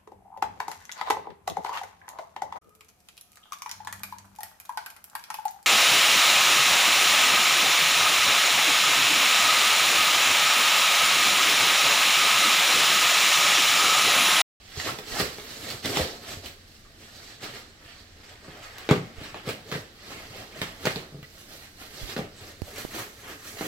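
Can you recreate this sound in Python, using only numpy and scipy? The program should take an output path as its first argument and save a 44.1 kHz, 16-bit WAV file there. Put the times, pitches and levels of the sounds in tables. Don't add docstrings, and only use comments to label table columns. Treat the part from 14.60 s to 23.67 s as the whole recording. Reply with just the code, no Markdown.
import sys
import numpy as np
from scipy import signal
from scipy.fft import rfft, irfft, next_fast_len
from scipy.io import wavfile

SR = 44100
rng = np.random.default_rng(int(sys.argv[2]) if len(sys.argv) > 2 else 0)


def file_out(sig):
    cols = np.atleast_2d(sig).T
    lim = np.clip(cols, -1, 1)
    pcm = np.round(lim * 32767).astype(np.int16)
    wavfile.write(sys.argv[1], SR, pcm)


N = 399987
TIME = np.arange(N) / SR
SIDES = np.array([[1], [-1]])
TOP_HZ = 15900

# time in seconds, left side's lag in samples, left minus right in dB.
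BEARING = [(0, -1, -1.7), (1.5, -1, 0), (3.9, -1.5, -0.5), (4.3, 1, 0.8), (5.1, 2.5, 0), (7.1, 3.5, -1.5),
           (8.0, 1, 0.2), (9.07, 2.5, -1.1)]
# pitch in Hz, share in dB.
STEREO_SPREAD = [(60, -14), (150, -15.5), (300, -12.5), (600, -4.5), (1200, 1.5), (16000, -1)]


def amp(db):
    return 10 ** (np.asarray(db) / 20)


def rms(x):
    return np.sqrt(np.mean(x ** 2))


def fade(t, t60):
    return np.exp(-np.log(1000) * t / t60)


def walk(rate):
    knots = np.arange(0, TIME[-1] + 1, 1 / rate)
    return np.interp(TIME, knots, rng.standard_normal(len(knots)))


def add(track, s, sound):
    i = max(int(s * SR), 0)
    track[i:i + len(sound)] += sound[:N - i]


def band(x, lo, hi):
    return signal.sosfilt(signal.butter(1, [lo, min(hi, TOP_HZ)], "bandpass", fs=SR, output="sos"), x)


def colour(x, points, tilt_db=0, size=4096):
    hz, db = np.transpose(points)
    octave = np.log2(np.maximum(np.fft.rfftfreq(size, 1 / SR), 1))
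    curve_db = np.interp(octave, np.log2(hz), db + tilt_db * np.log2(hz / hz.mean()))
    cepstrum = irfft(np.log(amp(curve_db)))
    cepstrum[1:size // 2] *= 2
    cepstrum[size // 2 + 1:] = 0
    return signal.oaconvolve(x, irfft(np.exp(rfft(cepstrum))))[:len(x)]


def still_room():
    # pitch in Hz, relative level in dB.
    air_tone = [(12, -33), (20, 4), (90, 1), (157, -6), (207, -5), (266, -6.5), (857, -16.5), (932, -22),
                (1770, -14.5), (2470, -20), (4950, -20.5), (9930, -33.5), (15500, -38)]
    # pitch in Hz, level in dB.
    hum_notes = [(43.1, -81), (86.1, -63), (215.3, -71)]
    middle, side = (colour(rng.standard_normal(N), air_tone) for _ in range(2))
    air = (middle + SIDES * colour(side, STEREO_SPREAD)) / rms(middle)
    hum = np.zeros(N)
    for hz, db in hum_notes:
        strength = amp(db + 3.1 * walk(9.3)) * np.sqrt(2)
        hum += strength * np.sin(2 * np.pi * hz * TIME + 2.6 * walk(4))
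    return amp(-54.5) * air + hum


def echoes(t):
    scatter = rng.standard_normal(len(t))
    dull = signal.lfilter([.4], [1, -.6], scatter)
    tail = dull * fade(t, t60=0.42) + (scatter - dull) * fade(t, t60=0.32)
    tail = tail * (1 + 1.75 * fade(t, t60=0.14)) * (t > .002)
    return tail / np.sqrt(np.sum(tail ** 2))


def room(x, wet_db, size=1024, count=14):
    out, t = np.zeros((2, N)), TIME[:SR // 3]
    length = next_fast_len(len(t) + size)
    spots = [rfft(echoes(t) + SIDES * colour(echoes(t), STEREO_SPREAD, size=1024), length)
             for _ in range(count)]
    nose_s, nose_lag, _ = np.transpose(BEARING)
    for k, start in enumerate(range(-size // 2, N, size // 2)):
        i = np.arange(max(start, 0), min(start + size, N))
        window = np.sin(np.pi * (i - start) / size)
        lag = round(np.interp(i.mean() / SR, nose_s, nose_lag) + rng.standard_normal())
        if not x[i].any():
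            continue
        wet = amp(wet_db) * irfft(rfft(x[i] * window, length) * spots[k % count], length)
        for track, echo, delay in zip(out, wet, (max(lag, 0), max(-lag, 0))):
            add(track, (i[0] + delay + .5) / SR, x[i] * window ** 2)
            add(track, i[0] / SR, echo)
    return out / np.sqrt(1 + amp(wet_db) ** 2)


def thump(hz, t60, push_db, tick_db):
    t = TIME[:SR // 3]
    push = amp(push_db) * np.sin(2 * np.pi * 330 * t) * fade(t, 0.0061)
    tick = amp(tick_db) * band(rng.standard_normal(len(t)), 500, 6600) * fade(t, 0.0059)
    return np.sin(2 * np.pi * hz * t) * fade(t, t60) - 2.46 * push + tick


def fingers():
    # start in seconds, level in dB, pitch in Hz, ring time in seconds,
    # then push and tick in dB compared with the ring.
    taps = [(0.52, -32, 45, 0.24, -20, -40), (4.582, -27, 64.6, 0.067, -20, -43),
            (7.43, -24, 47.4, 0.13, -13, -40), (8.019, -17.5, 83, 0.068, -0.5, -8),
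            (8.25, -24.5, 190, .007, 8.5, -12)]
    out = np.zeros(N)
    for s, db, hz, t60, push_db, tick_db in taps:
        add(out, s, amp(db) * thump(hz, t60, push_db, tick_db))
    return out * amp([[-28], [0]])


def bumps():
    # start in seconds, level in dB, pitch in Hz.
    dull_hits = [(0.173, -30, 83), (0.62, -35, 59.5), (1.41, -23.5, 81), (1.771, -32, 89.7),
                 (1.859, -40, 69.5), (6.627, -36.5, 140), (7.415, -33, 91)]
    out, swings = np.zeros(N), 11.6
    for s, db, hz in dull_hits:
        add(out, s, amp(db) * thump(hz, t60=swings / hz, push_db=-6, tick_db=-36))
    return out


def squeaks():
    # start and length in seconds, first and last pitch in Hz, level in dB.
    rubs = [(2.24, 0.042, 1320, 1060, -53), (6.631, 0.025, 1920, 2050, -43.5)]
    out = np.zeros(N)
    for s, length, start_hz, end_hz, db in rubs:
        n = int(length * SR)
        hz = np.linspace(start_hz, end_hz, n) * (1 + .03 * walk(900)[:n])
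        grip = amp(5.4 * walk(500)[:n])
        add(out, s, amp(db) * grip * np.hanning(n) * np.sin(2 * np.pi * np.cumsum(hz) / SR))
    return out


def knocks():
    # start in seconds, peak level in dB, pitch of the struck spot in Hz.
    blows = [(0.174, -39, 93.5), (0.388, -30, 409), (0.601, -15.5, 431), (0.611, -27, 415),
             (1.248, -29, 105), (1.37, -16, 797), (1.392, -20, 495), (1.398, -17, 560), (1.442, -25, 390),
             (2.829, -42, 415), (3.882, -35.5, 129), (4.311, -4, 167), (4.614, -32.5, 156),
             (4.744, -32, 794), (4.874, -25.5, 150), (5.119, -39, 91.5), (5.121, -25.5, 143),
             (5.155, -26.5, 94.2), (6.016, -25, 129), (6.253, -19.5, 589), (6.269, -18.5, 201),
             (6.361, -24, 242), (6.524, -37, 200), (6.545, -31.5, 189), (6.566, -39, 230),
             (6.587, -36, 200), (7.565, -21.5, 425), (7.59, -17, 312), (9.01, -22, 440)]
    # pitch in Hz, relative level in dB, ring time in seconds.
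    ring_notes = [(107.8, -35, 0.0404), (147.4, 2, 0.06), (171, -13, 0.21), (216.7, -17, 0.3),
                  (310, -7.5, 0.12), (380.6, -16.5, 0.29), (424.4, -7.5, .15), (450, -11.5, 0.071),
                  (509.5, -6.5, 0.13), (624, -9, 0.12), (776, -8.5, 0.1), (1158, -1.5, 0.024)]
    out, t = np.zeros(N), TIME[:SR // 3]
    hz, note_db, t60 = np.transpose(ring_notes)[:, :, None]
    swing = np.where(hz < 260, -1, 1)
    leak = signal.butter(3, 70, "highpass", fs=SR, output="sos")
    for s, db, spot_hz in blows:
        detune, luck_db = rng.standard_normal((2, len(ring_notes), 1))
        octaves_away = np.abs(np.log2(hz / spot_hz))
        gains = swing * amp(note_db + luck_db - 4.6 * octaves_away)
        notes = gains * fade(t, t60) * np.sin(2 * np.pi * hz * (1 + 0.02 * detune) * t)
        ring = signal.sosfilt(leak, notes.sum(axis=0))
        add(out, s, amp(db) * ring / np.abs(ring).max())
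    return out


def clicks(n, rate, scatter_db):
    sizes = amp(scatter_db * np.minimum(rng.standard_normal(n), 2)) * np.sign(rng.standard_normal(n))
    x = sizes * (rng.random(n) < rate / SR)
    return x / (rms(x) + 1e-12)


def snaps():
    # start in seconds, level in dB, pitch in Hz, brightness in dB per octave,
    # trailing crackle in dB.
    folds = [(0.199, -26.5, 1960, 0.5, -29), (0.271, -31, 1130, -1, -12), (0.387, -32.5, 1130, 1.5, -25),
             (0.598, -24, 4500, 3, -11), (0.6105, -27.5, 1190, 2, -22), (0.7831, -35, 2170, -5.5, -14),
             (1.1021, -32, 4710, 3.5, -8), (1.2486, -29, 2160, -2, -13), (1.257, -25.5, 3700, 2.5, -31),
             (1.3639, -25, 3757, 0.5, -22), (1.3707, -20.5, 815, 1, -20), (1.8595, -35, 3000, 4, -16),
             (2.8375, -35.5, 1330, 2, -11), (4.1828, -36.5, 1180, 2.5, -22),
             (4.29, -16.5, 1500, -3.5, -18.5), (4.2987, -22.5, 2420, -4, -10),
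             (4.3101, -18, 1144, -2, -15.5), (4.7438, -31, 810, -5, -23.5), (4.8891, -29, 2433, 3, -11),
             (5.1158, -30, 1130, 0, -17), (5.1239, -29.5, 1730, -1, -8), (5.1513, -32, 1890, -1, -12),
             (6.016, -23.5, 1756, 0, -16.5), (6.2541, -22, 810, 0.5, -15.5), (6.27, -18.5, 2110, -2, -20),
             (6.3591, -29.5, 4350, 0, -29), (6.6285, -43, 1400, 2, -16), (7.5647, -31.5, 1490, 1, -11),
             (7.578, -35, 1240, -1.5, -15), (8.3448, -39.5, 1230, 0.5, -13), (9.0096, -29, 1240, -4, -18)]
    # pitch in Hz, relative level in dB.
    snap_tone = [(30, -61), (100, -19.5), (400, 0.5), (850, -1), (1300, -1.5), (2000, 1), (3000, -1),
                 (4200, -4), (5500, -10), (8000, -12.5), (9500, -18), (16000, -17.5)]
    out, t = np.zeros(N), TIME[:SR // 6]
    ring_db, ring_width = 5, 1.043
    for s, db, hz, bright_db, trail_db in folds:
        crack = rng.standard_normal(len(t)) * fade(t, t60=0.01) * (1 - fade(t, t60=0.0028))
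        trail = amp(trail_db) * clicks(len(t), rate=2500, scatter_db=2.6) * fade(t, t60=0.13)
        pop = colour(crack, snap_tone, bright_db) + colour(trail, snap_tone, bright_db - 0.8)
        pop = pop + amp(ring_db) * band(pop, hz / ring_width, hz * ring_width)
        add(out, s, amp(db) * pop / rms(pop[:SR // 250]))
    return out


def crinkle(pops, points, rate, scatter_db, flicker_db, ring_db, count=10):
    edges = np.geomspace(points[0][0], min(points[-1][0], TOP_HZ), count + 1)
    x = pops
    for lo, hi in zip(edges, edges[1:]):
        x = x + amp(ring_db + flicker_db * walk(25)) * band(clicks(N, rate, scatter_db), lo, hi)
    x = colour(x, points)
    return x / rms(x)


def pull():
    # time of full pull in seconds, plastic level in dB, rise and hold in
    # seconds, then cardboard scrape and wall rumble in dB compared with the plastic.
    tugs = [(0.104, -49.5, 0.27, .05, -5.5, -11), (0.181, -39.5, 0.081, .04, -3, -8.5),
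            (0.262, -35.5, 0.11, 0.011, -1.5, -1), (0.599, -31.5, 0.21, 0.0046, -0.5, -1),
            (0.75, -46.5, 0.59, 0.2, -4.5, -5.5), (1.087, -39, 0.37, 0.036, -3.5, -1.5),
            (1.245, -36.5, 0.044, 0.09, -3.5, 0), (1.364, -32.5, 0.1, 0.042, -0.5, 0),
            (1.482, -48.5, 0.13, 0.07, -5, -0.5), (1.685, -41, 0.13, 0.038, -2.5, -2),
            (1.843, -43.5, 0.07, .005, -4, -3), (2.136, -58, .3, 0.029, -14, -20),
            (2.405, -52.5, .07, 0.044, -5.5, -4.5), (2.6, -49.5, 0.38, 0.11, -4.5, -7.5),
            (2.831, -39.5, 0.046, .005, -1, -2), (2.949, -44.5, 0.13, 0.017, -1, -1),
            (3.263, -55, 0.24, 0.043, 1.5, -5), (3.373, -57.5, 0.16, .03, -2.5, -7),
            (3.682, -54, 0.33, 0.039, 2.5, -3), (3.852, -55.5, 0.11, .12, 5, 5),
            (4.035, -50, 0.12, 0.012, 4.5, -8), (4.135, -53.5, 0.13, 0.22, 4.5, -1),
            (4.304, -45, .03, .01, 7, 8), (4.441, -60, 0.18, 0.047, 3.5, 11.5),
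            (4.614, -47.5, 0.13, 0.047, 4.5, 0.5), (4.76, -56, .1, .04, 7.5, 5),
            (4.879, -42, 0.068, 0.0041, 2.5, 6.5), (5.128, -44, 0.15, 0.031, -0.5, 5),
            (5.501, -45.5, 0.23, 0.017, 1.5, -1.5), (5.594, -50, 0.23, 0.069, 2, -0.5),
            (5.728, -49.5, .1, 0.082, 2.5, 3.5), (5.98, -48.5, 0.21, .1, 3, 1),
            (6.25, -43.5, 0.19, 0.061, 0, 2.5), (6.363, -49, 0.018, .01, 5.5, 8.5),
            (6.79, -54, 0.34, 0.022, -5.5, -9), (6.927, -50, 0.16, 0.018, -2, 0),
            (7.016, -55.5, 0.13, .03, 1, -3), (7.205, -49.5, 0.056, 0.016, 2.5, -0.5),
            (7.41, -44.5, 0.31, 0.016, -1.5, -2.5), (7.493, -41, .13, .005, -1, -0.5),
            (7.569, -49.5, 0.023, 0.015, 6.5, 14.5), (7.807, -51, 0.21, .08, -1, 1),
            (8.067, -53.5, 0.2, 0.032, -4, 2), (8.185, -43, 0.14, 0.0094, 3, 3),
            (8.343, -44.5, 0.13, .05, 3.5, 2.5), (8.567, -58.5, 0.23, .04, 1, 0),
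            (8.69, -50, 0.12, 0.013, 7.5, 6), (8.873, -46.5, 0.16, 0.013, 0.5, -3),
            (9.002, -45.5, 0.15, 0.071, 4, 4.5)]
    stir_db = (-64, -71.5, -68.5)
    rise_db, slack_db_per_s = 26, 170
    power = amp(stir_db)[:, None] ** 2 * np.ones(N)
    for s, db, rise, hold, card_db, wall_db in tugs:
        near = slice(max(int((s - 2 * rise) * SR), 0), int((s + hold + .5) * SR))
        t = TIME[near] - s
        effort_db = rise_db * np.minimum(t / rise, 0) - slack_db_per_s * np.maximum(t - hold, 0)
        power[:, near] += (amp([0, card_db, wall_db])[:, None] * amp(db + effort_db)) ** 2
    return np.sqrt(power)


def rummaging():
    # pitch in Hz, relative level in dB.
    plastic_tone = [(1200, -17), (2300, -7.5), (3000, -3), (4300, -1), (5400, -3.5), (6500, -7), (8000, -6),
                    (12000, -59)]
    crease_tone = [(4000, -14.5), (6000, 2.5), (7000, 0.5), (8200, -2), (9000, -5.5), (12500, 0),
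                   (16000, -8)]
    card_tone = [(350, -33), (700, 0.5), (950, -6), (1200, 0), (1500, -2.5), (1900, 0.5), (2500, -3),
                 (3300, -5), (6000, -40.5)]
    wall_tone = [(50, -18.5), (100, 4.5), (160, -6), (270, 1), (340, -1.5), (420, 1), (560, -1),
                 (750, -4.5), (1100, -17.5), (2500, -32.5)]
    # time in seconds, level in dB compared with the plastic.
    crease_levels = [(0, -10), (0.5, -5), (1.0, -5), (1.35, -8), (2.1, -4.5), (2.7, -9.5), (3.4, -9.5),
                     (4.9, -8), (6.3, -5), (6.8, -0.5), (7.22, -0.5), (7.5, -5), (7.85, -5), (8.15, 1.5),
                     (9.07, 3)]
    plastic_gain, card_gain, wall_gain = pull()
    crease_gain = plastic_gain * amp(np.interp(TIME, *np.transpose(crease_levels)))
    slip_db = 1.3 * walk(130)
    pops = clicks(N, rate=700, scatter_db=4.5)
    plastic = crinkle(pops, plastic_tone, rate=700, scatter_db=2.5, flicker_db=3.5, ring_db=0.5)
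    creases = crinkle(pops, crease_tone, rate=700, scatter_db=1.5, flicker_db=1.0, ring_db=0)
    card = crinkle(pops, card_tone, rate=600, scatter_db=7.5, flicker_db=3.5, ring_db=2.5)
    wall = crinkle(pops, wall_tone, rate=400, scatter_db=7, flicker_db=3.5, ring_db=3.5)
    mix = plastic_gain * plastic + crease_gain * creases + card_gain * card + wall_gain * wall
    return mix * amp(slip_db)


def scene():
    nose_s, _, left_db = np.transpose(BEARING)
    bag = room(rummaging(), wet_db=-1.0) + room(snaps(), wet_db=-4.0)
    bag = bag * amp(SIDES * np.interp(TIME, nose_s, left_db) / 2)
    knocks_and_squeaks = room(knocks() + squeaks(), wet_db=-6.0, size=8192)
    return bag + knocks_and_squeaks + bumps() + fingers() + still_room()


def record(dry):
    # pitch in Hz, left minus right in dB.
    mic_balance = [(60, 0), (200, 0.5), (380, -0.5), (700, 0), (1290, 2.1), (2380, -1.5), (4400, -9),
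                   (6000, -2), (8100, 2.5), (15000, -1.5)]
    mics = [colour(x, [(hz, side * db / 2) for hz, db in mic_balance]) for x, side in zip(dry, (1, -1))]
    return signal.sosfilt(signal.ellip(10, .2, 80, TOP_HZ, fs=SR, output="sos"), mics)


dry = scene()
out = record(dry)
file_out(out)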